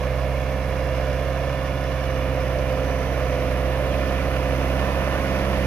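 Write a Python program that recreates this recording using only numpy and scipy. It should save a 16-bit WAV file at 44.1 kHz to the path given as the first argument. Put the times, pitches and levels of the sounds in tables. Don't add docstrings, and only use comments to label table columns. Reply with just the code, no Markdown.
import sys
import numpy as np
from scipy import signal
from scipy.fft import rfft, irfft
from scipy.io import wavfile
from scipy.ndimage import uniform_filter1d, map_coordinates

SR = 44100
rng = np.random.default_rng(int(sys.argv[2]) if len(sys.argv) > 2 else 0)


def dump_mix(stems):
    frames = np.atleast_2d(stems).T
    limited = np.clip(frames, -1, 1)
    pcm = np.round(limited * 32767).astype(np.int16)
    wavfile.write(sys.argv[1], SR, pcm)


N = 249606
TIME = np.arange(N) / SR
BINS_HZ = np.fft.rfftfreq(N, 1 / SR)


def gain_of(db):
    return 10 ** (np.asarray(db) / 20)


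def evened(x):
    return x / np.sqrt(np.mean(x ** 2) + 1e-20)


def read(points, hz):
    f, value = np.transpose(points)
    return np.interp(np.log(hz + 1), np.log(f + 1), value)


def curves(rows):
    s, *columns = np.transpose(rows)
    return [np.interp(TIME, s, column) for column in columns]


def drift(rate_hz):
    lowpass = np.exp(-(BINS_HZ / rate_hz) ** 2) * (BINS_HZ > 0)
    return evened(irfft(rfft(rng.standard_normal(N)) * lowpass, N))


def ports(pair, colour_db):
    # (f/Hz, likeness 0 to 1)
    likeness = [(60, 0.97), (450, 1), (730, 0.93), (1200, 0.68), (2000, 0.97), (3300, 0.33), (5500, 0.28),
                (9000, 0.12), (15000, .1)]
    a, b = rfft(pair) * gain_of(colour_db)
    alike = np.clip(read(likeness, BINS_HZ), 0, 1)
    left = alike * a + np.sqrt(1 - alike ** 2) * b
    return evened(irfft([left, a], N))


def tone(firings, order, db, phase=0):
    return np.sqrt(2) * gain_of(db) * np.sin(2 * np.pi * (order * firings / 4 + phase))


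def bursts(firings, depth, decay, uneven_db, scatter_db):
    stroke = firings.astype(int)
    cylinder_db = uneven_db * np.cos(np.pi / 2 * stroke)
    stroke_db = scatter_db * rng.standard_normal(stroke.max() + 1)[stroke]
    fade = np.exp(-(firings % 1) / decay)
    return evened(1 + depth * gain_of(cylinder_db + stroke_db) * fade)


def repeating(cycles, size=8192):
    pattern = irfft(np.exp(2j * np.pi * rng.random((2, size // 8))), size * 2)
    place = np.arange(size * 2) / (size * 2)
    return evened(np.array([np.interp(cycles, place, row, period=1) for row in pattern]))


def combustion(firings, repeat, surge):
    repeat = np.clip(repeat, 0, 1)
    same = np.sqrt(repeat) * repeating(firings / 4)
    fresh = np.sqrt(1 - repeat) * rng.standard_normal((2, N))
    return surge * (same + fresh)


def straw(near_db, level_db=-68.5, near_share=.6, per_s=70, spread_db=4.0, snap_s=.0006):
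    # (f/Hz, relative level/dB)
    crackle_colour = [(3000, -30), (6000, -6), (9000, -9), (12000, 0), (15000, 0)]
    force_db = spread_db * np.minimum(rng.exponential(1, N), 3)
    snaps = (rng.random(N) < per_s / SR) * gain_of(force_db)
    envelope = signal.lfilter([1], [1, -np.exp(-1 / (snap_s * SR))], snaps)
    crackle = envelope * rng.standard_normal((2, N))
    return gain_of(level_db + near_share * near_db) * ports(crackle, read(crackle_colour, BINS_HZ))


def tines(near_db, level_db=-49.0, near_share=0.77, per_s=90, spread_db=2.0, ring_s=0.0028):
    # (lowest f/Hz, highest f/Hz)
    clink_range = (997, 2510)
    parts = 12
    t, out = np.arange(0, .03, 1 / SR), np.zeros((2, N))
    for hz in np.geomspace(*clink_range, parts):
        force_db = spread_db * np.minimum(rng.exponential(1, N), 2)
        hits = (rng.random(N) < per_s / parts / SR) * gain_of(force_db)
        clink = np.exp(-t / ring_s) * np.sin(2 * np.pi * hz * t)
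        out += rng.uniform(0.3, 1, (2, 1)) * signal.oaconvolve(hits, clink)[:N]
    return gain_of(level_db + near_share * near_db) * evened(out)


def harrow(firings, near_db, level_db=-54.5, near_share=0.68, grain_db=0.7):
    # (f/Hz, relative level/dB)
    hiss_colour = [(2000, -26), (6000, 1), (8000, -9), (9000, 0.5), (10500, 3.5), (12500, 2), (15000, -5.5),
                   (16000, -16)]
    pulse = bursts(firings, depth=0.076, decay=.4, uneven_db=-3, scatter_db=6.0)
    grains = pulse * gain_of(grain_db * drift(120)) * rng.standard_normal((2, N))
    return gain_of(level_db + near_share * near_db) * ports(grains, read(hiss_colour, BINS_HZ))


def whistles(fade_s=0.38, waver_db=3.0):
    # (start t/s, end t/s, first f/Hz, last f/Hz, width/Hz, mean level before fades/dB)
    glides = [(0.6, 2.3, 5120, 5250, 190, -64), (2.3, 3.6, 5850, 5900, 340, -59),
              (3.8, 4.9, 5900, 5860, 380, -59)]
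    out = np.zeros((2, N))
    for start, end, first_hz, last_hz, width, db in glides:
        gate = np.clip(np.minimum(TIME - start, end - TIME) / fade_s, 0, 1)
        hz = np.interp(TIME, (start, end), (first_hz, last_hz))
        turn = np.exp(2j * np.pi * np.cumsum(hz) / SR)
        a, b = irfft(rfft(rng.standard_normal((2, 2, N))) / (1 + (2 * BINS_HZ / width) ** 2), N)
        band = evened(((a + 1j * b) * turn).real)
        out += gain_of(db + waver_db * drift(3)) * gate * band
    return out


def air(firings, near_db, level_db=-54.5, near_share=0.23, flicker_db=2.0):
    # (f/Hz, relative level/dB)
    air_colour = [(2000, -27), (3300, 4), (4100, -2), (5000, 3.5), (6000, 4), (6700, -8.5), (7800, -16),
                  (11000, -40)]
    pulse = bursts(firings, depth=.45, decay=.35, uneven_db=-2, scatter_db=6.0)
    flow = combustion(firings, repeat=0.1, surge=pulse * gain_of(flicker_db * drift(13)))
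    return gain_of(level_db + near_share * near_db) * ports(flow, read(air_colour, BINS_HZ))


def gears(firings, near_db, near_share=0.23, waver_db=2.0, wobble=0.13):
    # multiples of the four-firing cycle, and their levels/dB at mean nearness
    belt_orders = (2.889, 5.779, 30.7, 42.35, 47.7, 73.8)
    belt_db = (-44.5, -44.5, -48, -46.5, -58.5, -52.5)
    # (t/s, level/dB)
    whine_level = [(0, -56), (.4, -47), (.85, -62), (1.45, -44), (1.95, -56), (2.5, -49.5), (3.4, -52),
                   (4.1, -48.5), (4.4, -54), (4.8, -45), (5.1, -42.5), (5.66, -60)]
    belt = sum(tone(firings, order, db, rng.random()) for order, db in zip(belt_orders, belt_db))
    whine_db = curves(whine_level)[0] + waver_db * drift(12)
    whine = tone(firings, 106, whine_db, wobble * drift(18))
    return belt * gain_of(near_share * (near_db - near_db.mean())) + whine


def fan(firings, level_db=-0.27, flutter_db=0.6, wobble=0.16):
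    # (multiple of the blade tone, level relative to it/dB)
    blade_tones = [(1, 0), (12 / 11, -17), (2, -22)]
    # (t/s, level/dB)
    blade_level = [(0.0, -31), (0.48, -35), (0.72, -32), (1.44, -32.5), (1.84, -34.5), (2.32, -29.5),
                   (2.64, -32.5), (2.72, -28.5), (3.12, -34), (3.36, -29.5), (4.24, -34), (4.48, -30),
                   (4.64, -33.5), (5.66, -33)]
    passes_per_firing = 7.9455
    angle = 2 * np.pi * passes_per_firing * firings + wobble * drift(1.9)
    tones = sum(gain_of(db) * np.cos(k * angle + 2 * np.pi * rng.random()) for k, db in blade_tones)
    return np.sqrt(2) * gain_of(level_db + curves(blade_level)[0] + flutter_db * drift(15)) * tones


def throb(firings, near_db, level_db=-49.5, near_share=1.2):
    lull_s, beats_per_firing = .19, .0255
    slip = beats_per_firing * (firings - np.interp(lull_s, TIME, firings))
    return 2 * np.sin(np.pi * slip) * tone(firings - slip / 8, 16, level_db + near_share * near_db)


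def growl(firings, near_db, level_db=-0.5, near_share=0.39, bloom_share=1.4, mean_near_db=3.5, waver_db=1.0):
    # (multiple of the four-firing cycle, level before trim, nearing and waver/dB)
    comb = [(3, -59), (5, -52), (7, -44.5), (9, -50), (10, -50), (11, -48.5), (13, -54.5), (15, -52),
            (18, -53.5), (19, -50), (20, -59), (21, -46.5), (23, -50), (24, -50), (25, -53.5), (27, -71),
            (28, -45), (29, -46), (30, -55.5), (33, -53), (34, -44), (35, -45.5), (36, -42), (37, -47.5),
            (38, -50), (39, -44.5), (40, -44.5), (41, -49), (42, -51), (43, -55.5), (44, -56), (45, -47.5),
            (46, -51), (59, -54.5), (61, -51.5), (148, -57)]
    out = np.zeros(N)
    for order, db in comb:
        share = 0 if order <= 10 else bloom_share if order <= 21 else near_share
        tone_db = level_db + db + share * (near_db - mean_near_db) + waver_db * drift(1.8)
        out += tone(firings, order, tone_db, rng.random())
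    return out


def rumble(firings, near_db, level_db=-39.5, near_share=0.15, rush_db=-46.0, rush_share=0.97):
    # (f/Hz, relative level/dB)
    low_colour = [(8, -13), (34, -1), (48, 2), (72, 5.5), (96, 3), (125, 2.5), (180, 0.5), (210, -1),
                  (235, -10), (300, -24), (900, -50)]
    rush_colour = [(170, -34), (230, -1.5), (255, -0.5), (340, 2.5), (400, -7), (440, 2.5), (500, -8),
                   (900, -45)]
    pulse = bursts(firings, depth=1.0, decay=0.25, uneven_db=-6, scatter_db=1.0)
    flow = pulse * rng.standard_normal((2, N))
    low = gain_of(level_db + near_share * near_db) * ports(flow, read(low_colour, BINS_HZ))
    rush = gain_of(rush_db + rush_share * near_db) * ports(flow, read(rush_colour, BINS_HZ))
    return low + rush


def roar(firings, near_db, level_db=-34.5, near_share=0.31, flutter_db=0.74):
    # (f/Hz, relative level/dB)
    roar_colour = [(330, -45), (410, -11), (440, -6.5), (465, -7), (492, -5.5), (545, -3.5), (570, -3),
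                   (592, 2.5), (625, -2), (660, -7), (695, -1.5), (725, -5), (760, -16), (790, -9),
                   (830, -20), (1100, -46)]
    # (t/s, lift/dB)
    swell = [(0, 1), (1.45, 0.5), (1.7, -4), (2.2, -2), (2.8, 1.1), (4.6, 0), (5.66, -1.5)]
    surge = bursts(firings, depth=1.4, decay=0.26, uneven_db=2.0, scatter_db=1.0)
    level = gain_of(level_db + near_share * near_db + curves(swell)[0] + flutter_db * drift(21))
    return level * ports(surge * rng.standard_normal((2, N)), read(roar_colour, BINS_HZ))


def knocks(firings, depth, decay=0.29, scatter_db=8.5):
    # (place in the cycle/firings, relative strength before scatter/dB)
    cylinders = [(0.45, -3), (1.45, -7), (2.252, 3.5), (3.55, -3)]
    surge = np.ones(N)
    for place, db in cylinders:
        cycle, since = np.divmod(firings + 4 - place, 4)
        force_db = db + scatter_db * rng.uniform(-1.3, 1, size=256)[cycle.astype(int)]
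        surge += depth * gain_of(force_db) * np.exp(-since / decay)
    return evened(surge)


def clatter(firings, distance_m, near_db, sag_hz, level_db=-36.0, near_share=0.59, speed_db_per_hz=0.03):
    # (f/Hz, relative level/dB)
    block_colour = [(600, -22), (830, -2.5), (1030, -2), (1350, -1.5), (1550, -4.5), (2000, -4),
                    (2400, -4.5), (2800, -6.5), (3100, -12), (4100, -18.5), (6000, -23), (6700, -28.5),
                    (7800, -39), (11000, -60)]
    # (f/Hz, width/Hz, lift when far/dB, lift when near/dB)
    panels = [(967, 40, 7, 3.5), (1074, 78, 5, 3.5), (1187, 24, -2, 4), (1462, 20, 11.5, 6.5),
              (1777, 33, 1.5, 5), (2100, 190, 3.5, 0.5), (2910, 97, -1.5, 2.5), (3450, 37, 3, 4.5)]
    # (t/s, lift/dB)
    swell = [(0, 0), (1.35, 0.8), (2.1, -0.5), (3.8, -0.5), (4.15, 0.5), (4.5, -1), (4.85, 0.7), (5.2, 0.5),
             (5.66, 0)]
    far_m, near_m = 14, 13.6
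    knock = combustion(firings, repeat=0.17, surge=knocks(firings, depth=0.34))
    hz, width, far_lift_db, near_lift_db = np.transpose(panels)
    bells = .5 ** ((2 * (BINS_HZ[:, None] - hz) / width) ** 2)
    block_db = read(block_colour, BINS_HZ)
    far = ports(knock, block_db + bells @ far_lift_db)
    near = ports(knock, block_db + bells @ near_lift_db)
    nearness = np.clip((far_m - distance_m) / (far_m - near_m), 0, 1)
    level = gain_of(level_db + near_share * near_db - speed_db_per_hz * sag_hz + curves(swell)[0])
    return level * ((1 - nearness) * far + nearness * near)


def ring(pair):
    # (t/s, lift/dB)
    ring_lift = [(0, -1), (2.0, 0), (2.9, 0.3), (3.6, 1.5), (4.55, 0.5), (4.85, 3), (5.2, 1.5), (5.66, -1)]
    centre_hz, width_hz = 1040, 100
    band = irfft(rfft(pair) * .5 ** ((2 * (BINS_HZ - centre_hz) / width_hz) ** 2), N)
    return pair + (gain_of(curves(ring_lift)[0]) - 1) * band


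def path(pair):
    # (t/s, comb spacing/Hz, strength as a factor)
    echo = [(0, 566, .3), (1.2, 573, .42), (2.1, 579, .38), (2.5, 584, .06), (5.66, 590, .02)]
    spacing_hz, strength = curves(echo)
    bright = irfft(rfft(pair) * np.clip(BINS_HZ / 1500, 0, 1) ** 4, N)
    late = np.array([np.interp(TIME - 1 / spacing_hz, TIME, side) for side in bright])
    combed = (pair + strength * late) / np.sqrt(1 + strength ** 2)
    z = signal.stft(combed, nperseg=512)[2]
    patches = rng.standard_normal(z.shape[1:])
    for _ in range(2):
        patches = uniform_filter1d(uniform_filter1d(patches, size=3, axis=0), size=70, axis=1)
    return signal.istft(z * gain_of(.6 * evened(patches)), nperseg=512)[1][:, :N]


def exhaust(firings, first_db=-0.18, second_db=0.0, third_db=0.0):
    # (t/s, first level/dB, second level/dB, third level/dB)
    boom_levels = [(0.0, -26, -32, -39), (0.24, -26, -31, -48), (0.56, -27.5, -33.5, -40.5),
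                   (1.12, -26, -32, -48), (1.6, -28.5, -32, -45), (2.4, -26.6, -31.5, -46),
                   (3.04, -27, -33, -39.5), (3.2, -25.5, -32.5, -48), (3.44, -27, -31.5, -42.5),
                   (3.68, -24, -32.5, -39), (3.76, -26, -30.5, -49), (4.08, -26, -36, -37),
                   (4.48, -26, -30, -41.5), (4.72, -25, -31.5, -39), (4.88, -26, -33.5, -35),
                   (5.2, -28.5, -34, -39.5), (5.28, -28.2, -32, -34), (5.66, -25, -32.5, -32.5)]
    # (t/s, level/dB)
    drone_level = [(0, -44.5), (1.1, -44), (2.7, -39.5), (3.7, -42), (4.65, -37), (5, -42), (5.25, -56),
                   (5.4, -52), (5.66, -33)]
    valve_lead = .25
    levels = [db + trim for db, trim in zip(curves(boom_levels), (first_db, second_db, third_db))]
    boom = sum(tone(firings + valve_lead, 4 * k, db) for k, db in enumerate(levels, 1))
    return boom + tone(firings, 17, curves(drone_level)[0], rng.random())


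def scene():
    # (t/s, firing rate/Hz)
    speed = [(0.0, 64.77), (0.14, 64.89), (0.36, 66.07), (1.06, 65.35), (1.52, 66.68), (2.15, 65.45),
             (2.69, 65.25), (3.16, 65.31), (3.37, 64.34), (3.63, 64.65), (3.95, 66.65), (4.26, 65.89),
             (4.38, 64.92), (4.62, 65.2), (4.94, 67.07), (5.18, 67.37), (5.46, 66.35), (5.66, 64.94)]
    cruise_hz = 66.8
    start_m, drive_m_per_s = 17.3, 1.77
    firing_hz, = curves(speed)
    firings = np.cumsum(firing_hz * (1 + .0005 * drift(9))) / SR
    sag_hz = cruise_hz - firing_hz
    distance_m = np.maximum(start_m - drive_m_per_s * TIME, 1)
    near_db = 20 * np.log10(start_m / distance_m)
    tones = exhaust(firings) + growl(firings, near_db) + throb(firings, near_db)
    tones = tones + fan(firings) + gears(firings, near_db)
    body = rumble(firings, near_db) + roar(firings, near_db)
    knocking = ring(clatter(firings, distance_m, near_db, sag_hz))
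    treble = path(knocking + air(firings, near_db)) + whistles()
    ground = harrow(firings, near_db) + tines(near_db) + straw(near_db)
    return tones + body + treble + ground


def record(dry):
    # (f/Hz, left minus right level/dB)
    tilt = [(60, -5), (92, -11.5), (140, -4.5), (210, -5.5), (330, -5), (500, -4), (760, -6.5), (1160, -6),
            (1780, -5.5), (2720, -7), (4150, -9), (6340, -9), (9680, 2.5), (14800, -4.5)]
    # (t/s, lead of the left port/s)
    lead = [(0, .00002), (5.66, .0001)]
    edge_hz = 15400
    left = map_coordinates(dry[0], [(TIME + curves(lead)[0]) * SR], order=5, mode="mirror")
    ratio = gain_of(read(tilt, BINS_HZ))
    balance = np.array([ratio, np.ones_like(ratio)]) * 2 / (1 + ratio)
    heard = irfft(rfft([left, dry[1]]) * balance, N)
    lowpass = signal.firwin(511, edge_hz, window=("kaiser", 9), fs=SR)
    return signal.oaconvolve(heard, lowpass[None], "same")


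dry = scene()
out = record(dry)
dump_mix(out)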